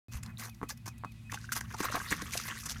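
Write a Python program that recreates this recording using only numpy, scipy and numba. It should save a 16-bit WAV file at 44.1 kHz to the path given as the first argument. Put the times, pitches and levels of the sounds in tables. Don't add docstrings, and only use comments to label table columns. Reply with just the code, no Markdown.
import sys
import numpy as np
from scipy import signal
from scipy.fft import rfft, irfft
from scipy.io import wavfile
from scipy.ndimage import uniform_filter1d
from numba import njit

SR = 44100
rng = np.random.default_rng(int(sys.argv[2]) if len(sys.argv) > 2 else 0)


def invert_db(level):
    return 10 ** (np.asarray(level, dtype=float) / 20)


def dump_mix(stems):
    frames = np.atleast_2d(stems).T
    limited = np.clip(frames, -1, 1)
    pcm = np.round(limited * 32767).astype(np.int16)
    wavfile.write(sys.argv[1], SR, pcm)


N = 123480

# (time [s], blow level before the mode levels [dB], ground thud relative to it [dB])
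HOOF_BLOWS = [(0.615, -25, -19.5), (0.63, -19, -17.5), (0.6347, -26.5, -13.5), (0.877, -29, -20.5),
              (1.037, -23, -36), (1.047, -19, -28), (1.326, -23, -24), (1.805, -29, -6.5),
              (1.943, -21, -18.5), (2.12, -21, -13.5), (2.223, -33.5, -7.5)]
# (mean frequency [Hz], relative level [dB], t60 [s])
HOOF_MODES = [(1000, 12, 0.0039)]
# (mean frequency [Hz], relative level [dB], t60 [s])
GROUND_MODES = [(204, 5.5, 0.05), (297, 11, 0.027), (413.4, 8.5, 0.021)]
# (time [s], level [dB], frequency [Hz], t60 [s])
DEEP_FOOTFALL = (.151, -31, 68, .13)
# (time [s], length [s], hiss level [dB], crunch relative to it [dB])
DRAGS = [(0.112, 0.078, -53, 3), (0.229, 0.0099, -44, -7), (0.234, 0.09, -67, 12.5), (0.379, 0.11, -48, 3),
         (0.627, 0.024, -60, 11), (0.685, 0.043, -46, -10), (.858, 0.014, -48, 1.5), (0.876, 0.016, -43, 1),
         (1.317, 0.0093, -43, -0.5), (1.333, 0.025, -41.5, -1.5), (1.518, 0.021, -33.5, -9),
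         (1.549, 0.043, -40.5, -1), (1.609, 0.005, -38.5, 5.5), (1.737, 0.014, -49, 7.5),
         (1.776, 0.054, -47, 1), (1.802, 0.0086, -36, -1), (1.823, 0.049, -41.5, 6),
         (1.909, 0.03, -45, 2.5),  (1.936, 0.05, -47, 13), (2.103, 0.039, -36.5, 5.5),
         (2.216, 0.0098, -41.5, -3), (2.318, 0.05, -41.5, -0.5), (2.372, 0.0082, -28.5, -20),
         (2.48, 0.01, -39.5, 5), (2.655, 0.02, -41.5, -1), (2.687, 0.043, -39.5, -7)]
# (time [s], level before a 9.5 dB cut [dB])
STONE_TICKS = [(0.171, -29), (0.261, -35), (0.4514, -32), (0.4953, -34.5), (0.545, -41), (0.7734, -33),
               (0.9804, -37.5), (1.047, -32.5), (1.118, -38), (1.7232, -33), (1.8502, -24), (1.956, -17.5),
               (2.119, -29)]
# (frequency [Hz], density [dB per Hz])
WET_HISS = [(1500, -4), (2500, -4.5), (3300, -5.5), (4600, -4.5), (6300, -1.5), (8000, -7), (14500, -9.5),
            (16500, -35)]
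# (frequency [Hz], density [dB per Hz])
CRUNCH_NOISE = [(250, 0), (450, -2.5), (900, -13), (1570, 3), (3500, -15)]
# (time [s], level [dB], starting pitch [Hz])
BLIPS = [(.262, -44.5, 1000), (0.373, -32, 3820), (.695, -35.5, 1160), (.705, -36.5, 843),
         (0.707, -31.5, 1680), (0.722, -49.5, 556), (1.297, -32, 1790), (1.343, -30.5, 820),
         (1.374, -30, 1510), (1.443, -34.5, 1480), (1.491, -28.5, 1550), (1.521, -21, 1423),
         (1.747, -29, 900), (1.833, -33, 895), (1.855, -22, 1230), (1.9, -34.5, 590), (1.967, -28, 740),
         (2.001, -26, 1570), (2.127, -15.5, 1910), (2.335, -22.5, 2240), (2.515, -30, 1570),
         (2.632, -39, 1240), (2.76, -36, 1390)]
# (time [s], patter level [dB], mean gurgle level relative to it [dB])
STIRRED_WATER = [(1.299, -61, -6), (1.7, -65.5, 7), (1.87, -56.5, 9.5), (2.01, -49, 3.5), (2.26, -55, 4.5),
                 (2.41, -45.5, -11), (2.52, -51.5, 11), (2.6, -52.5, -3.5), (2.8, -58, 1)]
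# (time [s], pitch [Hz], relative level [dB])
BIRD_PHRASE = [(-.01, 2530, -9), (.012, 2530, 0), (0.047, 2520, -1), (.072, 1950, -14), (.125, 2000, -8)]
# (time [s], mean pitch [Hz], mean level of the fundamental [dB])
MACHINE_HUM = [(1.8, 113.4, -52), (2.0, 110.3, -55)]
# (frequency [Hz], density [dB per Hz])
AIR_SPECTRUM = [(36, -13.5), (65, -1.5), (85, -7), (125, -5), (250, -15), (340, -39.5), (1000, -34),
                (2500, -38), (3000, -42), (16500, -52)]

DRAG_ATTACK, DRAG_RELEASE = 0.12, 0.56
DRAG_TAIL_S, TICK_T60_S = 0.0091, 0.018
DRY_DB, DRY_ABOVE_HZ, WET_FROM_S = 5, 9000, 1.2
BLIP_CYCLES, BLIP_GLIDE = 27.2, 0.05
PATTER_PER_S, GURGLES_PER_S, GURGLE_HZ = 2100, 500, 1793
ECHO_T60_S, ECHO_DB = 0.091, -10
BIRD_FROM_S, BIRD_EVERY_S, BIRD_PHRASES = 0.087, 0.195, 7
BIRD_DB, BIRD_SWELL_DB = -67.5, 1.3
BIRD_ECHO_S, BIRD_ECHO_DB = 0.095, -8
OCTAVE_DB, TWELFTH_DB = -59, -76
AIR_DB = -50
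BANDS = 8
START_S = 0.084


def knocks():
    time, blow_db, thud_db = np.array(HOOF_BLOWS).T
    deep_time, deep_db, deep_hz, deep_t60 = np.array([DEEP_FOOTFALL]).T
    out = rings(deep_time, deep_hz, deep_t60, invert_db(deep_db), 0., 0.0021)
    bodies = ((HOOF_MODES, blow_db - 3, 0.0007), (GROUND_MODES, blow_db + thud_db, 0.001))
    for modes, body_db, rise_s in bodies:
        for hz, mode_db, t60 in modes:
            pitches = hz * (1 + 0.071 * rng.standard_normal(len(time)))
            decays = np.full(len(time), t60)
            out = out - rings(time, pitches, decays, invert_db(body_db + mode_db), 0., rise_s)
    return out


def stone_ticks(t):
    out = np.zeros(N)
    for start, db in STONE_TICKS:
        decay = np.exp(-np.log(1000) * np.maximum(t - start, 0) / TICK_T60_S)
        out = out + invert_db(db - 9.5) * np.clip((t - start) / 0.0024, 0, 1) * decay
    return out


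def scuffs(t):
    hiss, crunch = stone_ticks(t), np.zeros(N)
    for start, length, db, crunch_db in DRAGS:
        u = (t - start) / length
        attack = np.clip(u / DRAG_ATTACK, 0, 1)
        release = np.clip(1 - 1.59 * (u - DRAG_RELEASE), 0, 1)
        tail = np.exp(-np.maximum(t - start - length, 0) / DRAG_TAIL_S)
        env = attack * release * tail
        hiss = hiss + invert_db(db) * env
        crunch = crunch + invert_db(db + crunch_db) * env * np.clip(u / 0.4, 0, 1)
    dry_hiss = [(hz, db + DRY_DB * (hz > DRY_ABOVE_HZ)) for hz, db in WET_HISS]
    dry_grit = level(colour(grains(3000, 7.9), dry_hiss), 0)
    wet_grit = level(colour(grains(3000, 7.9), WET_HISS), 0)
    grit = np.where(t < WET_FROM_S, dry_grit, wet_grit)
    return uniform_filter1d(hiss, size=150) * patchy(grit, 3.4, 70) + crunch * ring_swarm(450, 1320, 16.6)


def water(t):
    start, blip_db, pitch = np.array(BLIPS).T.copy()
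    blips = rings(start, pitch, BLIP_CYCLES / pitch, invert_db(blip_db), BLIP_GLIDE, 0.00047)
    time, water_db, relative_db = np.array(STIRRED_WATER).T
    patter_db = np.interp(t, time, water_db, -120)
    gurgle_db = patter_db + np.interp(t, time, relative_db)
    patter = patchy(level(colour(grains(PATTER_PER_S, 6.6), WET_HISS), 0), 3.83, 60)
    gurgle = ring_swarm(GURGLES_PER_S, GURGLE_HZ, 30.0) * invert_db(3.5 * walk(49.985))
    return blips + invert_db(patter_db) * patter + invert_db(gurgle_db) * gurgle


def ground_echo(near):
    t = np.arange(N) / SR
    tail = rng.standard_normal(N) * np.exp(-np.log(1000) * t / ECHO_T60_S)
    return signal.fftconvolve(near, tail * invert_db(ECHO_DB) / np.sqrt(np.sum(tail ** 2)))[:N]


def bird(t):
    time, pitch, phrase_db = np.array(BIRD_PHRASE).T
    whistle = 0
    for k in range(BIRD_PHRASES):
        u = t - BIRD_FROM_S - k * BIRD_EVERY_S
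        hz = np.interp(u, time, pitch)
        env = invert_db(BIRD_DB + k * BIRD_SWELL_DB + np.interp(u, time, phrase_db, -90, -90))
        tone = np.sin(2 * np.pi * np.cumsum(hz) / SR)
        whistle = whistle + np.sqrt(2) * uniform_filter1d(env, 200) * tone
    echo = invert_db(BIRD_ECHO_DB) * np.roll(whistle, int(BIRD_ECHO_S * SR))
    return (whistle + echo) * invert_db(1.8 * walk(40.4))


def hum(t):
    time, pitch, hum_db = np.array(MACHINE_HUM).T
    hz = np.interp(t, time, pitch) * (1 + 0.0141 * walk(16))
    phase = 2 * np.pi * np.cumsum(hz) / SR
    out = 0
    for harmonic, db in enumerate((np.interp(t, time, hum_db), OCTAVE_DB, TWELFTH_DB), 1):
        out = out + np.sqrt(2) * invert_db(db + 3.3 * walk(35.12)) * np.sin(harmonic * phase)
    return out


def open_air():
    return patchy(level(colour(rng.standard_normal(N), AIR_SPECTRUM), AIR_DB), 2.36, 7.4)


@njit
def rings(at, hz, t60, size, glide, rise):
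    out = np.zeros(N)
    for k in range(len(at)):
        first, length, phase = int(at[k] * SR), t60[k] * SR, 0.
        for i in range(min(int(length), N - first)):
            phase += 2 * np.pi * hz[k] * (1 + glide * i / length) / SR
            decay = np.exp(-np.log(1000) * i / length)
            onset = 1 - np.exp(-i / (rise * SR))
            out[first + i] += size[k] * np.sin(phase) * decay * onset
    return out


def ring_swarm(per_s, centre_hz, cycles):
    c = rng.random((6000, 4))
    at = np.cumsum(-np.log(c[:, 0])) / per_s
    hz = centre_hz * np.exp(0.785 * (c[:, 1] + c[:, 2] - 1))
    size = invert_db(-2.4 * np.log(c[:, 3]))
    swarm = rings(at, hz, cycles / hz, size, 0.42, 0.00012)
    noise = level(colour(rng.standard_normal(N), CRUNCH_NOISE), -10.5)
    return level(level(swarm, 0) + noise, 0)


def grains(per_s, spread_db):
    hit = rng.random(N) < per_s / SR
    click = hit * invert_db(spread_db * np.minimum(rng.exponential(size=N), 2.2))
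    return level(rng.standard_normal(N) * (0.5 + click), 0)


def patchy(x, db, rate):
    spec = rfft(x)
    place = np.maximum(2 * np.log2(np.arange(1, N // 2 + 2) * SR / N / 2000), 0)
    out = 0
    for k in range(BANDS):
        band = irfft(spec * np.clip(1 - abs(place - k), 0, 1), N)
        out = out + band * invert_db(db * walk(rate))
    return out


def walk(rate):
    k = int(SR / rate)
    steps = np.repeat(rng.standard_normal(N // k + 1), k)
    return 1.461 * uniform_filter1d(uniform_filter1d(steps, k), k)[:N]


def colour(x, points):
    corner_hz, db = np.array(points).T
    hz = np.maximum(np.arange(N // 2 + 1) * SR / N, 1)
    return irfft(rfft(x) * invert_db(np.interp(np.log(hz), np.log(corner_hz), db, -70, -70)), N)


def level(x, db):
    return x * invert_db(db) / np.sqrt(np.mean(x ** 2))


def scene():
    t = np.arange(N) / SR
    near = knocks() + scuffs(t) + water(t)
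    return (near + ground_echo(near) + bird(t) + hum(t) + open_air())[None]


def top_cut(x):
    return signal.sosfilt(signal.butter(12, 16850, fs=SR, output="sos"), x)


def record(dry):
    mix = dry * (np.arange(N) > START_S * SR)
    return top_cut(mix)


dry = scene()
out = record(dry)
dump_mix(out)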